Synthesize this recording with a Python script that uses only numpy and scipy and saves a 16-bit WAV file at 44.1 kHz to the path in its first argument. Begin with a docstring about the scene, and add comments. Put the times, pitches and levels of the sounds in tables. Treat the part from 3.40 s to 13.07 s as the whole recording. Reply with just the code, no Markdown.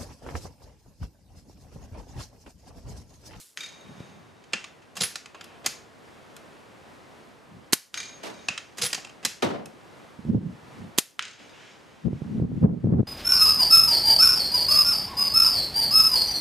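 """An air rifle is fired from a covered stand at an outdoor range and reloaded by its side lever.
Each pellet lands on a far steel trap a fifth of a second later; a neighbour fires further off.
Wind buffets the microphone ports, and the recorder's gain control ducks under shots and gusts."""
import sys
import numpy as np
from scipy import signal
from scipy.fft import rfft, irfft, next_fast_len
from scipy.io import wavfile
from scipy.ndimage import minimum_filter1d

SR = 44100
rng = np.random.default_rng(int(sys.argv[2]) if len(sys.argv) > 2 else 0)


def waveform_to_disk(signal):
    """Save audio, clipped to [-1, 1], as 16-bit WAV at the path in sys.argv[1]."""
    frames = np.transpose(np.atleast_2d(signal))
    scaled = np.clip(frames, -1, 1) * 32767
    samples = np.round(scaled).astype(np.int16)
    wavfile.write(sys.argv[1], SR, samples)


N = 426443

BANDS_HZ = [(120, 1200), (1200, 3500), (3500, 7500), (7500, 12500)]   # low, mid, upper, top  # fixed
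LEVER = [   # (s, part, level dB, pitch struck hardest Hz)
    (1.039, "tick", -53, 3100), (1.124, "seat", -48, 2020), (1.1328, "unlatch", -20.5, 2580), (1.2411, "rebound", -36.5, 3650),
    (1.42, "scrape", -57, 2580), (1.5544, "take-up", -47.5, 6600), (1.5667, "catch", -36, 5200), (1.7554, "stop", -30.5, 5200),
    (1.8577, "tick", -41, 1450), (1.945, "nudge", -43, 1100), (1.948, "tick", -50, 3200), (1.96, "rub", -56, 1400),
    (2.0091, "tick", -38.5, 2920), (2.0413, "snick", -47, 5100), (2.2431, "seat", -44.5, 2020), (2.2605, "close", -20, 2020),
    (2.9645, "snick", -46, 4150), (5.0838, "unlatch", -20.5, 2700), (5.1765, "rebound", -30, 3100),
    (5.3712, "take-up", -47, 6600), (5.3816, "catch", -36, 6600), (5.502, "tick", -39, 5100), (5.529, "stop", -23.5, 5230),
    (5.5455, "stop", -27, 1450), (5.5774, "nudge", -40.5, 800), (5.646, "tick", -37, 2900), (5.6707, "tick", -47.5, 3100),
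    (5.694, "tick", -47.5, 3000), (5.828, "seat", -47, 2020), (5.849, "close", -19, 4150), (6.2567, "snick", -44, 4150)]
# pellet strikes: (s, level dB, low, mid, upper, top band dB above it, contact s, fade t60 s, left-right dB)
PELLET = [(0.173, -17.5, -40, -6.5, -11.5, -22.5, 0.00081, 0.017, 0.0), (4.5417, -18, -42, -6, -8.5, -21, 0.0006, 0.026, 0.5),
          (7.7922, -10, -26.5, -4, -17, -28, 0.0017, 0.014, 0.5)]
NEIGHBOUR = [(4.830, -19, .005, .03, 2.5, -2), (6.0218, -.5, .0012, .014, 0.4, 1)]   # (s, level dB, attack s, hold s, tilt dB per octave, left-right dB)
SHOTS = [(-.036, 8), (4.331, 2), (7.584, 0.5)]   # (s, dB)
# stages of a shot, timed from the blast: hammer, blast, ring of the barrel, echoes close by
SHOT_STAGES = [(-.007, -30.5, -13, -6.5, -2.5, 0.5, .006, 0.09, -5), (0, -7, -13, -11, -5, -9.5, 0.0025, 0.0067, -7),
               (.004, -12, -30, -11.5, -6, -2, .003, .03, 4.5), (.012, -35.5, -31, -17.5, -7.5, -5.5, .004, 0.48, -1)]
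# modes (Hz, dB, t60 s)
ACTION = [(786, -40, .03), (1100, -39, .025), (1450, -37, .02), (1830, -41, .02), (2020, -41, .02),
          (2578, -39, .04), (2740, -37, .03), (3100, -38, .02), (3675, -37, .02), (4150, -35, .018), (5100, -37, .014),
          (5420, -36, .014), (6600, -39, .015)]
BARREL = [(1539, -42.5, .02), (4370, -52, .05), (6840, -45.5, .04), (8700, -42.5, 0.045), (10800, -48, .05)]
TRAP = [(1600, -48, 0.044), (2386, -30, 0.059), (3150, -42, .06), (3735, -30, 0.09), (4500, -46, 0.066), (4875, -33, 0.13),
        (5500, -42, 0.07), (6500, -33, 0.12), (7700, -37, .09), (10050, -38, 0.079), (11050, -35, 0.13)]
# far slopes and trees scatter each pellet strike back: (s after it, dB)
RANGE = [(0, -38.5), (.04, -41.5), (0.142, -54), (.17, -57), (.3, -64), (.4, -58.5), (0.499, -58.5), (.6, -69), (.8, -70)]
STAND_DB, STAND_T60_S = -37.5, [0.27, 0.36, 0.33, .25]   # echo of the covered stand, per band
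GUSTS = [   # (s, rumble dB)
    [(.43, -72), (.45, -52), (.51, -47.5), (.54, -56), (.6, -49), (.67, -59), (.7, -53), (1.02, -63)],
    [(4.05, -68), (4.15, -44), (4.28, -71)],
    [(6.766, -76), (6.79, -37.5), (6.83, -47), (6.898, -21), (6.972, -13), (6.992, -29), (7.072, -27.5), (7.192, -64),
     (7.23, -51), (7.29, -62), (7.412, -37), (7.48, -41.5), (7.52, -57)],
    [(8.614, -72), (8.654, -26), (8.686, -21), (8.798, -41.5), (9.032, -23), (9.162, -31.5), (9.21, -29.5), (9.235, -12),
     (9.34, -16), (9.418, -37), (9.446, -16), (9.54, -13), (9.604, -11), (9.65, -39), (9.67, -40)]]
BUFFETS = [   # single slaps of air: (s, peak dB, left-right dB)
    (.604, -29, 2), (6.851, -28, -1), (6.884, -28, -1), (6.947, -14, 6), (8.681, -15, -5), (8.73, -17.5, -5),
    (8.819, -24, -7), (8.999, -16.5, -7), (9.024, -18, 5), (9.117, -21.5, 0), (9.228, -14.5, 7.5), (9.443, -12, -6),
    (9.471, -8, 4), (9.524, -10, -14), (9.595, -5.5, -4.5), (9.63, -10, -2)]
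RUMBLE = [(15, -63), (25, -51), (67, -7), (146, -1), (230, -2), (254, -6.5), (352, -17), (384, -19.5), (500, -25.5),
          (650, -48), (1100, -120)]   # (Hz, dB per Hz)
AIR, AIR_DB = [(12, -68), (20, -34.5), (70, -8), (101, -2), (172, 0), (204, 0.5), (367, -0.5), (590, -2.5), (1000, -5),
               (1530, -9), (1760, -9.5), (9670, -29.5), (14700, -40), (16000, -53)], -51.5   # leaves and far traffic
LIKENESS = [(60, 0.98), (180, -0.13), (550, 0.41), (1650, 0.25), (4970, 0.91), (15000, 1.0)]   # (Hz, left-right likeness)
CUTOFF_HZ = 16150   # fixed
HOLD_S, HELD_AT_START_S = 0.19, 0.16   # the overload guard keeps the gain down this long
STOCK = [(145, -35, .05), (187, -30, 0.063), (493, -33.5, 0.18), (777, -41, 0.066), (3200, -35.5, .02), (5183, -33, .018),
         (10750, -21.5, 0.031), (10490, -29, 0.061)]
BOOM = [(70, -24), (130, -8), (230, -2), (480, -4), (780, -6), (1000, -12), (2000, -19), (3300, -21), (7000, -33), (12000, -45)]   # a far shot: (Hz, dB per Hz)
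BOUNCE_DB = (-76, -11, -7.5, -25)   # colour of a bounce, band by band
BOUNCE_S = (.0025, .035)   # its contact and fade
PUFF_DB, PUFF_S = -11.5, 0.0028   # the push of air from the muzzle: one pressure swing
CONTACTS = {   # parts of the reload: (low, mid, upper, top band dB, contact s, fade t60 s)
    "unlatch": (-12, 0, -5.5, -36, .004, .035), "rebound": (-18, 0, -3, -24, .004, .024), "rub": (-2, -2, -20, -30, .21, .05),
    "scrape": (-12, -0.5, -6.5, -22, 0, .1), "take-up": (-4, -4, -1, -9, 0.04, 0.2), "catch": (-7.5, -0.5, 0, -7.5, .0045, .07),
    "stop": (-14, -3, 0, -12.5, .0045, .026), "seat": (0, 0, -5.5, -19, 0.0154, 0.03), "close": (-12.5, -5, 0.5, -7, .003, 0.055),
    "tick": (-11, 0, -4, -20, .003, .024), "nudge": (0, -2, -13, -27, .004, .06), "snick": (-17, -0.5, 0, -3, .003, .018)}
LEVER_PAN_DB = -.8
SLIDES = [(1.6079, -24.5, .023), (5.4165, -25.5, .029)]   # the lever dragged through its stroke: (s, level dB, length s)
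DRAG_DB, DRAG_T60_S = (-10, -8.5, -0.5, -6.5), .08   # colour by band and fade of the drag
LANDING = (-20, -5.5, -4.5, -0.5, 0.0164, 0.075)   # at the end of the stroke: (band dB against the drag, contact s, fade t60 s)
FLAP_DB = [-23.5, -19.5, -21.5]   # first bounce of the trap's loose steel flap after each pellet (level dB)
BOUNCE_GAP_S, BOUNCE_LOSS_DB, BOUNCE_SLIP_S = .028, 5.2, .0012   # five bounces, each weaker, ever less even
SETTLING = [(.409, -44), (.4794, -45), (.6, -43), (4.94, -41), (4.9894, -43), (8.0925, -44)]   # late rattles of the flap: (s, level dB)
FLUTTER_DB = [-24, -24, -25, -17.5]   # how far the brighter flutter lies under a strong rumble, gust by gust
KICK_DB, FIRST_BOUNCE_S = -6, .0315   # the pellet itself rings the flap, this far under the first bounce
STRONG_DB, FLUTTER_GROWTH = -15, .6   # in weaker air it sinks this many dB further for each dB
FAVOUR_DB, FAVOUR_OCTAVES = 10, .1   # modes near the pitch struck hardest gain this much, within this reach
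UNEVEN_DB = 2.5   # each blow strikes each mode a little differently
RING_DB = [-0.5, 1, -11]   # how freely the flap rings after each pellet
THUD_DB = [-8, -10, 0]   # how much of the trap's dull box each pellet sounds
DRAG_ATTACK_S = .004   # the drag bites in gradually
SETTLING_HZ = 3720   # late rattles sound mostly this mode
FIELD_DB = None
FIELD_T60_S = None
FIELD = [(120, .6, .9), (260, .56, .6), (700, .49, .5), (1840, .41, .6), (4850, .31, .8), (12000, .25, .9)]   # the field spreads it out: (Hz, t60 s, left-right likeness)
BASS_LATE_CYCLES, FIELD_LUMPS_DB = 1.1, 1.5   # lows swell later; echoes come in clumps
BOX = [(1640, -30, .014), (2170, -39, .012), (3040, -34, .014), (3660, -37, .015), (5810, -36, .01), (6450, -36, .012)]   # the trap's dull box: (Hz, dB, t60 s)
DULL_DB = [0.1, 0.1, -9]   # change to the top band of the bounces after each pellet
STAND_BLUR, STAND_LIKENESS = .55, [.6, .85, .95, .96]   # share of the echo too dense to keep any pitch; likeness per band
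RANGE_BLUR, RANGE_LIKENESS = .8, .92   # the same for the strike's echo from the range
THUMP, THUMP_LATE_S = [(203, -22, .06)], .012   # the stock answers firm contacts with a late low thump: (Hz, dB, t60 s)
THUMP_DB = {"unlatch": -17, "close": -20, "catch": -6}   # against the contact


def from_db(db):
    return 10 ** (np.asarray(db) / 20)


def rms_one(x):
    return x / np.sqrt(np.mean(x ** 2) + 1e-20)


def at_hz(points, hz):
    return np.interp(np.log(hz), np.log(np.array(points)[:, 0]), np.array(points)[:, 1])


def band(x, low_hz, high_hz):
    return signal.sosfilt(signal.butter(2, [low_hz, high_hz], "band", fs=SR, output="sos"), x)


def lag(x, seconds):
    """One-pole smoothing."""
    r = np.exp(-1 / (seconds * SR))
    return signal.lfilter([1 - r], [1, -r], x)


def drift(rate):
    """Slow chance with spread 1."""
    r = np.exp(-80 * np.pi * rate / SR)  # fixed
    slow = signal.lfilter([1], [1, -2 * r, r * r], rng.standard_normal(N // 40 + 1002))[1000:]
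    return np.interp(np.arange(N) / 40, np.arange(len(slow)), rms_one(slow))


def coloured(spectrum, alike, channels=2):
    """Stereo noise of a given spectrum; alike is the left-right likeness at each frequency."""
    size = next_fast_len(N)
    hz = np.arange(size // 2 + 1) * SR / size + 1
    mid, side = rfft(rng.standard_normal((channels, size))) * from_db(at_hz(spectrum, hz))
    alike = np.clip(at_hz(alike, hz), -1, 1)
    pair = np.sqrt(1 + alike) * mid + np.sqrt(1 - alike) * side * [[1], [-1]]
    return rms_one(irfft(pair, size)[:, :N])


def knocks(rows, modes, struck_db=None, apart=.2, attack=.00075, grain_db=2.2, grain_s=.0015, snap=0):
    """Each knock is a grainy rattle that holds, then fades; it sounds band by band and sets the modes ringing."""
    t, out, (plain, rings) = np.arange(SR // 2) / SR, np.zeros((len(BANDS_HZ), 2, N)), body(modes)
    for k, (s, peak_db, *colour_db, contact, t60, pan_db) in enumerate(rows):
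        strengths = from_db(UNEVEN_DB * rng.standard_normal(len(modes)) + (struck_db[k] if struck_db else 0))
        answers = (plain + np.tensordot(strengths, rings, axes=1))[:, None]
        shape = from_db(-60 * np.maximum(t - contact, 0) / max(t60, 1e-3)) * np.minimum(t / attack, 1)
        grain = np.interp(t, np.arange(400) * grain_s, rng.standard_normal(400))   # fixed
        mid, side = shape * from_db(grain_db * grain) * rng.standard_normal((2, len(t)))
        mid[round(attack * SR)] += snap * np.sqrt(np.sum(shape ** 2))   # one clean crack leads
        rattle = (mid + apart * side * [[1], [-1]])[None, :, t < contact + t60]
        gains = from_db(peak_db + np.add.outer(colour_db, [pan_db / 2, -pan_db / 2]))
        sound = signal.fftconvolve(rattle, answers, axes=2)
        due = np.sum(shape ** 2)   # a blow puts a set energy into each band
        gains = gains * np.sqrt(due / np.sum(sound ** 2, axis=2).mean(axis=1))[:, None]
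        sound = gains[..., None] * sound
        at = round(s * SR)
        out[..., max(at, 0):at + sound.shape[2]] += sound[..., max(-at, 0):]
    return out


def scattered(x, envelope, alike):
    """Dense echoes under an envelope, partly shared by both sides."""
    mid, side = rng.standard_normal((2, len(envelope))) * envelope
    paths = np.sqrt(alike) * mid + np.sqrt(1 - alike) * side * [[1], [-1]]
    return signal.oaconvolve(x.mean(axis=0, keepdims=True), paths, axes=1)[:, :N]


def rifle():
    """Shots and lever work, close by, with the short echo of the stand."""
    stages = [(s + delay, level_db + db, *rest) for s, level_db in SHOTS for delay, db, *rest in SHOT_STAGES]
    close, t = knocks(stages, BARREL, apart=0.28) + reload(), np.arange(SR // 2) / SR
    dying = [from_db(STAND_DB - 60 * t / t60) * (t > .004) for t60 in STAND_T60_S]
    return close.sum(axis=0) + echoes(close, dying, STAND_LIKENESS, STAND_BLUR) + puffs()


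def trap():
    """The pellet cracks on the trap, its flap rings as it bounces, and the whole range answers."""
    strike = knocks(PELLET, BOX, THUD_DB, snap=1.3)
    rows, struck_db = bounces()
    flap = knocks(rows, TRAP, struck_db).sum(axis=0)
    after, level_db = np.transpose(RANGE)
    slopes = from_db(np.interp(np.arange(SR) / SR, after, level_db))
    echo = echoes(strike, [slopes] * len(strike), [RANGE_LIKENESS] * len(strike), RANGE_BLUR)
    echo = echo + scattered(1.27 * flap, slopes, RANGE_LIKENESS)
    return strike.sum(axis=0) + flap + band(echo, 1030, 8400)


def wind():
    """Eddies on the ports: lumpy rumble, a spikier flutter above it, and single slaps."""
    t, rumble_db, flutter_db = np.arange(N) / SR, np.full(N, -120.), np.full(N, -120.)
    for gust, under_db in zip(GUSTS, FLUTTER_DB):
        s, level_db = np.transpose(gust)
        inside = (t >= s[0]) & (t <= s[-1])
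        rumble_db[inside] = np.interp(t[inside], s, level_db)
        flutter_db[inside] = rumble_db[inside] + under_db + FLUTTER_GROWTH * (rumble_db[inside] - STRONG_DB)
    lumps = np.array([drift(25), drift(36)]) + 0.34 * drift(6.7)
    rumble = coloured(RUMBLE, [(60, .85), (150, 0.97), (400, .1)]) * from_db(lag(rumble_db + 119.5, 0.0014) - 120 + 3.17 * lumps)
    flutter = coloured([(200, -20), (380, -1.5), (700, -13.5), (1500, -32), (3000, -46)], [(300, .2), (700, -.45), (1400, -.5), (2400, 0)])
    flutter = flutter * from_db(lag(flutter_db + 120, 0.0013) - 120 + 3.5 * lumps + 3.53 * np.array([drift(70), drift(70)]))
    slaps = np.zeros((2, N))
    for s, peak_db, pan_db in BUFFETS:
        slaps[:, round(s * SR)] = from_db(peak_db + np.array([pan_db, -pan_db]) / 2)
    slap = band(lag(lag(1. * (t[:SR // 10] == 0), 0.0007), 0.0007), 99, 520)
    return band(rumble + flutter, 80, 2000) + signal.oaconvolve(slaps, [slap / np.abs(slap).max()], axes=1)[:, :N]


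def body(modes):
    """Answer to a click, steep-edged: each plain band, and each mode with the band it lies in."""
    t, plain, rings = np.arange(SR // 5) / SR, [], np.zeros((len(modes), len(BANDS_HZ), SR // 5))
    for k, (low, high) in enumerate(BANDS_HZ):
        tones = [from_db(db - 60 * t / t60) * np.sin(2 * np.pi * hz * t) * (low <= hz < high) + 1e-18 for hz, db, t60 in modes]
        click, *tones = band([band(1. * (t == 0), low, high), *tones], .8 * low, high * 1.2) * np.sqrt(SR / 2 / (high - low))  # fixed
        plain.append(click)
        rings[:, k] = tones
    return np.array(plain), rings




def puffs():
    """One sawtooth swing of pressure for each shot, thinned by the microphone's weak bass."""
    t = np.arange(N) / SR
    swings = sum(from_db(db + PUFF_DB) * (2 * (t - s) / PUFF_S - 1) * (np.abs(t - s - PUFF_S / 2) < PUFF_S / 2) for s, db in SHOTS)
    return band(swings + 1e-18, 110, 600) * from_db([[-1.5], [1.5]])


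def reload():
    """Lever contacts ring the action; each drag chatters along the stock and lands at the end of its stroke."""
    contacts = [(s, db, *CONTACTS[part], LEVER_PAN_DB) for s, part, db, hz in LEVER]
    thumps = [(s + THUMP_LATE_S, db + THUMP_DB[part], 0, -60, -60, -60, .006, .02, LEVER_PAN_DB)
              for s, part, db, hz in LEVER if part in THUMP_DB]
    drags = [(s - DRAG_ATTACK_S, db, *DRAG_DB, length + DRAG_ATTACK_S, DRAG_T60_S, LEVER_PAN_DB) for s, db, length in SLIDES]
    landings = [(s + length, db, *LANDING, LEVER_PAN_DB) for s, db, length in SLIDES]
    return (knocks(contacts, ACTION, [favouring(ACTION, row[-1]) for row in LEVER], grain_db=2.2)
            + knocks(thumps, THUMP, attack=.004)
            + knocks(drags + landings, STOCK, attack=DRAG_ATTACK_S * 1.35, grain_db=4.0, grain_s=0.00252))


def bounces():
    """The kick of each pellet, a dying run of bounces after it, and a few late rattles; with the dB given to the modes."""
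    k = np.arange(5)
    after = FIRST_BOUNCE_S + BOUNCE_GAP_S * k + BOUNCE_SLIP_S * k * rng.standard_normal((len(PELLET), len(k)))
    rows, struck_db = [(s, db, 0) for s, db in SETTLING], [favouring(TRAP, SETTLING_HZ)] * len(SETTLING)
    for (s, *_), first_db, ring_db, dull_db, run in zip(PELLET, FLAP_DB, RING_DB, DULL_DB, after):
        rows += [(s, first_db + KICK_DB, dull_db), *zip(s + run, first_db - BOUNCE_LOSS_DB * k, [dull_db] * len(k))]
        struck_db += [ring_db] * (len(k) + 1)
    return [(s, db, *BOUNCE_DB[:-1], BOUNCE_DB[-1] + dull_db, *BOUNCE_S, 1.0) for s, db, dull_db in rows], struck_db


def favouring(modes, hz):
    """Extra dB for the modes that lie near one pitch."""
    return FAVOUR_DB * np.exp(-(np.log2(np.array(modes)[:, 0] / hz) / FAVOUR_OCTAVES) ** 2 / 2)


def neighbour():
    """Far shots arrive as a wash of echoes: half-octave bands that swell, hold and die at their own rates."""
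    t, out, edges = np.arange(SR * 3 // 4) / SR, np.zeros((2, N)), 70 * 2 ** np.arange(0, 7.6, .5)  # fixed
    hz_s, t60s, alikes = np.transpose(FIELD)
    for s, level_db, attack, hold, tilt_db, pan_db in NEIGHBOUR:
        lumps_db, at = FIELD_LUMPS_DB * drift(30)[:len(t)], round(s * SR)
        for low, high in zip(edges, edges[1:]):
            hz = np.sqrt(low * high)
            t60, alike = [np.interp(np.log(hz), np.log(hz_s), column) for column in (t60s, np.clip(alikes, 0, 1))]
            swell = np.minimum(t / (attack + BASS_LATE_CYCLES / hz), 1) * from_db(lumps_db - 60 * np.maximum(t - hold, 0) / t60)
            mid, side = rng.standard_normal((2, len(t))) * swell
            gain = from_db(level_db + at_hz(BOOM, hz) + tilt_db * np.log2(hz / 500) + np.array([[pan_db], [-pan_db]]) / 2)
            out[:, at:at + len(t)] += gain * band(np.sqrt(alike) * mid + np.sqrt(1 - alike) * side * [[1], [-1]], low, high)
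    return out


def echoes(parts, envelopes, alikes, blur):
    """Dense echoes of each band under its envelope: some keep the sound's pitch, the rest are a blur."""
    out, blur = 0, np.clip(blur, 0, 1)
    for part, envelope, alike, edges in zip(parts, envelopes, np.clip(alikes, 0, 1), BANDS_HZ):
        power = np.maximum(signal.oaconvolve(part.mean(axis=0) ** 2, envelope ** 2)[:N], 0)
        mid, side = band(band(rng.standard_normal((2, N)), *edges), *edges)
        hiss = rms_one(np.sqrt(alike) * mid + np.sqrt(1 - alike) * side * [[1], [-1]])
        out = out + np.sqrt(1 - blur) * scattered(part, envelope, alike) + np.sqrt(blur * power) * hiss
    return out


def scene():
    air = from_db(AIR_DB + 1.7 * drift(1)) * coloured(AIR, LIKENESS)
    return rifle() + trap() + neighbour() + wind() + air


def record(dry):
    """A slow gain control rides long loud sounds; an overload guard cuts hard after a sharp peak, holds, lets go."""
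    level_db = 10 * np.log10(lag((dry ** 2).mean(axis=0), 0.022) + 1e-12)
    fall = 48 * np.arange(N) / SR   # dB given back as time passes
    ride_db = np.maximum.accumulate(0.54 * np.maximum(level_db + 28.5, 0) + fall) - fall
    sharp_db = 20 * np.log10(np.abs(band(dry, 1400, 10000)).max(axis=0) + 1e-9)
    cut_db = np.clip(5.0 * (sharp_db + 6.5), 0, 14.5)
    hold = round(HOLD_S * SR) | 1
    held_db = -minimum_filter1d(-cut_db, hold, origin=hold // 2, mode="nearest")
    held_db[:round(HELD_AT_START_S * SR)] = held_db.max()   # a shot has just gone off
    ease = held_db[0] + lag(held_db - held_db[0], 0.01)   # the cut comes in gently; on release at most 11.5 dB remains, easing away over about 10 ms
    gain = from_db(-np.maximum(lag(ride_db, 0.0069), np.minimum(ease, held_db + 11.5)))
    return signal.sosfilt(signal.cheby2(12, 70, CUTOFF_HZ * 1.04, fs=SR, output="sos"), .95 * np.tanh(dry * gain / .95))  # fixed


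dry = scene()
out = record(dry)
waveform_to_disk(out)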